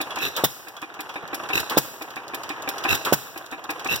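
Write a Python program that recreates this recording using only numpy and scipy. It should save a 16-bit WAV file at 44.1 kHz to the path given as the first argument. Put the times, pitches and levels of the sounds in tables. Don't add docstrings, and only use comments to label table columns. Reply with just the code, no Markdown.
import sys
import numpy as np
from scipy import signal
from scipy.fft import rfft, irfft, next_fast_len
from scipy.io import wavfile

SR = 44100
rng = np.random.default_rng(int(sys.argv[2]) if len(sys.argv) > 2 else 0)


def digitize_waveform(pressure):
    field = np.atleast_2d(pressure).T
    bounded = np.clip(field, -1, 1)
    quanta = np.round(bounded * 32767).astype(np.int16)
    wavfile.write(sys.argv[1], SR, quanta)


N = 176400
TIME = np.arange(N) / SR
SIZE = next_fast_len(N + SR, real=True)
HZ = np.arange(SIZE // 2 + 1) * SR / SIZE
CUTOFF_HZ = 15850

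# t/s, pulse level/dB, pulse left minus right/dB, gas jet level/dB
EXHAUST_POPS = [(0.4385, -6, 2, -15), (1.7720, -3, -6, -13), (3.125, -2.5, -6.5, -14)]


def exhaust_pulses():
    width_s, low_cut_hz = 0.00039, 210
    pulses = 0
    for start, db, pan_db, _ in EXHAUST_POPS:
        age = (TIME - start) / width_s
        left_right = amp([[db + pan_db / 2], [db - pan_db / 2]])
        pulses -= age * np.exp((1 - age ** 2) / 2) * left_right
    return signal.sosfilt(signal.butter(1, low_cut_hz, "high", fs=SR, output="sos"), pulses)


def exhaust_gas():
    # f/Hz, level/dB
    jet_tone = [(40, -12), (140, 7.5), (350, -0.5), (520, -5), (700, 0.5), (1000, -2.5), (1500, 0.5),
                (2200, -3), (3100, -6.5), (3570, -6.5), (4100, -8), (5500, -3), (8000, -10.5), (10500, -9),
                (13000, -7.5), (15300, 2)]
    # f/Hz, level/dB
    hiss_tone = [(100, -9), (1000, -4), (2500, -1), (3700, -4.5), (5500, -3.5), (8000, -6.5), (10000, -9.5),
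                 (12500, -5), (15000, -0.5)]
    start_hz, end_hz, sink_s = 186, 125, 0.02
    jets = [(start, db) for start, _, _, db in EXHAUST_POPS]
    jet = bursts(jets, jet_tone, rise_s=0.0044, hold_s=0.0072, fade_s=0.053)
    hisses = [(start, db - 25.5) for start, db in jets]
    hiss = bursts(hisses, hiss_tone, rise_s=0.025, hold_s=0.043, fade_s=0.77)
    boom = 0
    for start, db, _, _ in EXHAUST_POPS:
        hz = end_hz + (start_hz - end_hz) * np.exp(-np.maximum(TIME - start, 0) / sink_s)
        phase = 2 * np.pi * np.cumsum(hz * (TIME > start)) / SR
        boom += amp(db - 29.5) * swell(start, rise_s=0.0086, hold_s=0.01, fade_s=0.18) * np.sin(phase)
    return jet * flicker(spread_db=2.35, hz=400) + boom + hiss


def ignition():
    # t/s, clank level/dB, burn level/dB
    firings = [(0.364, -21.5, -26.5), (1.697, -24, -25.5), (3.0496, -22, -23.5)]
    # f/Hz, level/dB
    clank_tone = [(100, -52), (500, 14.5), (1500, -15.5), (2600, 12), (3800, 13), (5000, 6.5), (8000, 0),
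                  (11000, -2), (15000, 7)]
    # f/Hz, level/dB
    burn_tone = [(60, -13), (200, -1), (320, 2.5), (800, 4.5), (1150, 9), (1650, 5.5), (2300, 0),
                 (3700, -11), (6000, -15.5), (15000, -26)]
    clanks = [(start, db) for start, db, _ in firings]
    burns = [(start + 0.0013, db) for start, _, db in firings]
    clank = bursts(clanks, clank_tone, rise_s=0.00034, hold_s=0.0011, fade_s=0.096)
    return clank + bursts(burns, burn_tone, rise_s=0.015, hold_s=0.013, fade_s=0.26)


def intake():
    # t/s, length/s, air level/dB, buzz level/dB, buzz f/Hz, gulp level/dB
    breaths = [(.195, 0.082, -29.5, -30, 2620, -45), (1.524, 0.068, -27, -28.5, 2630, -36.5),
               (2.875, 0.062, -24, -24, 2660, -32.5), (3.884, 0.059, -28, -24, 2674, -33.5)]
    # f/Hz, level/dB
    air_tone = [(40, -20), (85, -14), (140, -1.5), (200, -6.5), (400, 2), (650, -13.5), (1700, 1.5),
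                (2200, -3), (3200, -13.5), (3850, 3.5), (4500, -13), (5600, -8), (7000, -14), (10000, -20),
                (12400, -10), (15500, -13)]
    # f/Hz, level/dB
    gulp_tone = [(30, -30), (60, -4), (84, 3), (105, -5.5), (128, 2), (190, -13.5), (400, -20), (1500, -54)]
    flutter_hz, flutter_depth = 45.4, 0.66
    air, buzz, gulp = 0, 0, 0
    for start, length, air_db, buzz_db, buzz_hz, gulp_db in breaths:
        flutter = 1 - flutter_depth * np.cos(2 * np.pi * flutter_hz * (TIME - start))
        flow = swell(start, rise_s=0.033, hold_s=length - 0.033, fade_s=0.12)
        air += amp(air_db) * flow * (0.88 + 0.29 * flutter)
        gulp += amp(gulp_db) * flow
        buzz_shape = swell(start, rise_s=0.011, hold_s=length - 0.015, fade_s=0.03)
        buzz += amp(buzz_db) * flutter * buzz_shape * band_noise(buzz_hz, width_hz=178)
    rough = flicker(spread_db=3, hz=160)
    return colour(noise() * air * rough, air_tone) + buzz * rough + colour(noise() * gulp, gulp_tone)


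def rod():
    # t/s, level/dB
    knocks = [(.001, -26.5), (.169, -26), (.669, -36.5), (.823, -31.5), (.989, -31), (1.155, -29),
              (1.328, -27.5), (1.499, -25.5), (2.009, -32.5), (2.164, -29.5), (2.333, -29), (2.499, -27),
              (2.673, -25), (2.848, -21.5), (3.357, -34), (3.522, -28), (3.690, -25), (3.855, -25)]
    # f/Hz, level/dB
    knock_tone = [(50, -30), (200, -10.5), (305, 9), (420, -0.5), (640, 0), (900, 0), (1020, 7), (1300, 1),
                  (1500, -2.5), (1680, 6.5), (2100, -1), (2420, 11), (3100, -16.5), (3750, -5), (4600, -20),
                  (7000, -24.5), (15000, -27.5)]
    # f/Hz, level relative to the knock/dB, fade time/s
    iron_notes = [(306, -6, 0.18), (786.5, -5, 0.17), (1628, -10.5, 0.085), (2420, -24, .05)]
    # delay/s, level relative to the knock/dB
    slack = [(0.066, -9), (0.126, -18)]
    # f/Hz, level/dB
    bump_tone = [(100, -25), (330, -11), (600, -2), (1000, 2.5), (1400, -3.5), (1750, -8), (2800, -7.5),
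                 (4000, -21), (9000, -43), (15000, -25)]
    knock = bursts(knocks, knock_tone, rise_s=0.0038, hold_s=0.0066, fade_s=0.1)
    strikes = [(start + 0.002936, db) for start, db in knocks]
    iron = sum(amp(db) * ring(strikes, hz, fade_s) for hz, db, fade_s in iron_notes)
    bumps = [(start + delay, db + bump_db) for start, db in knocks for delay, bump_db in slack]
    return knock + iron + bursts(bumps, bump_tone, rise_s=0.0026, hold_s=0.0066, fade_s=0.028)


def linkage():
    # t/s, level/dB
    clacks = [(.012, -26), (.683, -38), (1.005, -32.5), (1.344, -26.5), (1.599, -26.5), (2.020, -33.5),
              (2.344, -28.5), (2.688, -25), (2.949, -22.5), (3.375, -33.5), (3.703, -28.5), (3.957, -25)]
    # f/Hz, level/dB
    clack_tone = [(200, -28), (1500, 0), (2700, 1.5), (3700, 4), (4600, 1.5), (5500, 1), (8000, -4.5),
                  (11500, -2.5), (15000, 0.5)]
    # t/s, tick level/dB, lever level/dB, low and high spring note levels/dB
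    hits = [(0.106, -39, -31, -32.5, -47), (.158, -33.5, -30, -40, -54), (.186, -34, -36, -34, -50),
            (.766, -42, -40, -38.5, -53), (.816, -39.5, -38.5, -42, -58), (0.94, -42, -41, -52, -53),
            (1.092, -41, -35.5, -39, -46), (1.14, -43.5, -38.5, -61, -57), (1.276, -40, -64, -64, -58),
            (1.435, -43, -37, -46, -53), (1.488, -35.5, -29.5, -45, -52), (2.104, -41, -40.5, -52, -50),
            (2.158, -35.5, -41, -48, -61), (2.28, -37, -67, -62, -57), (2.433, -35.5, -35, -47, -47),
            (2.491, -32.5, -33, -40, -47.5), (2.621, -33.5, -64, -61.5, -49), (2.781, -31.5, -37, -42, -40),
            (2.838, -30, -28, -44, -47), (3.460, -39.5, -49, -58, -54), (3.512, -37, -47, -48.5, -60),
            (3.64, -37, -57, -56, -54), (3.794, -34.5, -35, -48, -46.5), (3.845, -31, -36, -40, -55),
            (3.872, -31, -49, -54, -42)]
    # f/Hz, level/dB
    tick_tone = [(300, 4), (1200, -5), (2500, -8), (3500, 7.5), (4600, 5.5), (5800, 1.5), (6600, 6.5),
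                 (7400, -3), (9000, -4), (12000, -7.5), (15000, 0.5)]
    # f/Hz, level/dB
    lever_tone = [(200, -26), (500, -10), (1000, 5.5), (1400, 3), (2000, -5), (2700, 1.5), (3500, -7.5),
                  (5000, -12.5), (15000, -37)]
    # f/Hz, fade time/s
    spring_notes = [(3350, 0.12), (5870, 0.18)]
    # t/s, level/dB
    thuds = [(.068, -45), (1.236, -33.5)]
    ticks = [(start, db) for start, db, *_ in hits]
    lever_hits = [(start, db) for start, _, db, *_ in hits]
    clack = bursts(clacks, clack_tone, rise_s=0.0014, hold_s=0.0028, fade_s=0.048)
    tick = bursts(ticks, tick_tone, rise_s=0.00082, hold_s=0.0011, fade_s=0.043)
    lever = bursts(lever_hits, lever_tone, rise_s=0.00083, hold_s=0.005, fade_s=0.15)
    spring = 0
    for note, (hz, fade_s) in enumerate(spring_notes):
        strikes = [(start, note_db[note]) for start, _, _, *note_db in hits]
        spring += ring(strikes, hz, fade_s)
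    grain = flicker(spread_db=2, hz=500)
    return (clack + tick) * grain + lever + spring + ring(thuds, hz=170, fade_s=0.06)


def valve_seat():
    # t/s, length/s, level/dB
    rings = [(.008, 0.018, -35), (0.229, 0.03, -31.5), (0.353, 0.019, -35), (0.438, 0.0044, -21.5),
             (1.764, 0.014, -32)]
    level = sum(amp(db) * swell(start, rise_s=0.0024, hold_s=length, fade_s=0.1)
                for start, length, db in rings)
    return band_noise(hz=3660, width_hz=460) * level


def gears():
    # t/s, level/dB
    loudness = [(0.0, -37.5), (0.3, -39.5), (0.43, -40), (0.51, -47.5), (0.78, -45), (1.59, -34.5),
                (1.65, -37), (1.82, -41.5), (2.04, -41.5), (2.39, -38), (2.96, -33), (3.17, -41.5),
                (3.48, -42), (4.0, -37)]
    # f/Hz, level/dB
    rumble_tone = [(25, -46), (60, -11), (130, -4), (220, -10), (330, 0.5), (600, 0.5), (800, 4.5),
                   (900, 2), (1120, 3), (1400, -2), (1700, -0.5), (2200, -8.5), (2800, -6), (4000, -28),
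                   (6000, -21.5), (9000, -41), (15000, -33)]
    # f/Hz, level/dB
    rattle_tone = [(300, -25), (900, -1), (1600, 9.5), (2700, -15), (3700, 0.5), (5000, -23), (9000, -39),
                   (15000, -34)]
    touches_per_s, touch_fade_s = 51, 0.015
    level = amp(np.interp(TIME, *np.transpose(loudness)))
    rumble = colour(noise() * level * amp(-1) * flicker(spread_db=2.22, hz=41.7), rumble_tone)
    touches = (rng.random(N) < touches_per_s / SR) * amp(-1.5 + 5.5 * rng.random(N))
    fading = signal.lfilter([1], [1, -amp(-60 / (touch_fade_s * SR))], touches + 1e-18)
    return rumble + colour(noise() * fading * level, rattle_tone)


def room(sound):
    # f/Hz, level/dB
    echo_tone = [(50, -9), (300, -0.5), (1000, -12), (3000, -0.5), (6000, 5.5), (15000, -2)]
    shape = swell(0.0076, rise_s=0.0042, hold_s=0, fade_s=0.9)
    tail = colour(noise() * shape, echo_tone)[:, :SR]
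    tail /= np.sqrt(np.sum(tail ** 2, axis=1, keepdims=True))
    return signal.fftconvolve(sound, tail, axes=1)[:, :N]


def microphones(sound):
    # f/Hz, half phase angle/rad
    bass_angle = [(60, 1.3), (130, 0.86), (280, 0.42), (500, 0.11), (1100, 0.033)]
    # f/Hz, left minus right/dB
    balance = [(60, -0.5), (200, -3), (500, -2), (1000, 0.5), (4000, -2.3), (8000, -1.5), (13000, 3.5)]
    repeat_hz, likeness, leak = 2199, 0.33, 0.18
    first, second = rfft(sound, SIZE)
    angle = np.where(HZ < repeat_hz / 2, at_hz(bass_angle), np.pi * (HZ / repeat_hz - 0.5))
    mid = first * np.hypot(np.cos(angle), leak / 2)
    side = -1j * likeness * first * np.sin(angle) * np.tanh(10 * np.cos(angle))
    side += second * np.hypot(np.sqrt(1 - likeness ** 2) * np.sin(angle), leak)
    lean = amp(at_hz(balance) / 2)
    return irfft(np.array([(mid + side) * lean, (mid - side) / lean]), SIZE)[:, :N]


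def amp(db):
    return 10 ** (np.asarray(db) / 20)


def at_hz(points):
    hz, value = np.transpose(points)
    return np.interp(np.log(HZ + 1), np.log(hz), value)


def colour(sound, tone):
    gain = amp(at_hz(tone))
    gain /= np.sqrt(np.mean(gain ** 2 * (HZ < CUTOFF_HZ)))
    cepstrum = irfft(np.log(gain), SIZE)
    fold = 1 + np.sign(SIZE / 2 - np.arange(SIZE)) * (np.arange(SIZE) > 0)
    return irfft(rfft(sound, SIZE) * np.exp(rfft(cepstrum * fold)), SIZE)[..., :N]


def noise():
    return rng.standard_normal((2, N))


def band_noise(hz, width_hz):
    edges = [hz - width_hz / 2, hz + width_hz / 2]
    band = signal.sosfilt(signal.butter(2, edges, "band", fs=SR, output="sos"), noise())
    return band / band.std()


def flicker(spread_db, hz):
    drift = signal.sosfilt(signal.butter(2, hz, fs=SR, output="sos"), rng.standard_normal(N + SR))[SR:]
    return amp(spread_db * drift / drift.std())


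def swell(start, rise_s, hold_s, fade_s):
    age = TIME - start
    return np.clip(age / rise_s, 0, 1) * amp(-60 * np.clip((age - rise_s - hold_s) / fade_s, 0, 2))


def bursts(hits, tone, rise_s, hold_s, fade_s):
    power, shape = np.zeros(N), swell(0, rise_s, hold_s, fade_s) ** 2
    for start, db in hits:
        sample = int(start * SR)
        power[sample:] += amp(db) ** 2 * shape[:N - sample]
    return colour(noise() * np.sqrt(power), tone)


def ring(hits, hz, fade_s):
    clicks = np.zeros((2, N)) + 1e-18
    for start, db in hits:
        clicks[:, int(start * SR)] += amp(db)
    decay, step = amp(-60 / (fade_s * SR)), 2 * np.pi * hz / SR
    return signal.lfilter([0, np.sin(step)], [1, -2 * decay * np.cos(step), decay ** 2], clicks)


def scene():
    works = ignition() + intake() + rod() + linkage()
    gas = exhaust_gas()
    echo = room(amp(-12) * works + amp(-18.5) * gas)
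    return microphones(works + valve_seat() + gas + gears() + echo) + exhaust_pulses()


def record(dry):
    treble_cut = signal.ellip(12, 0.1, 70, CUTOFF_HZ, fs=SR, output="sos")
    return signal.sosfilt(treble_cut, np.clip(dry, -1, 1))


dry = scene()
out = record(dry)
digitize_waveform(out)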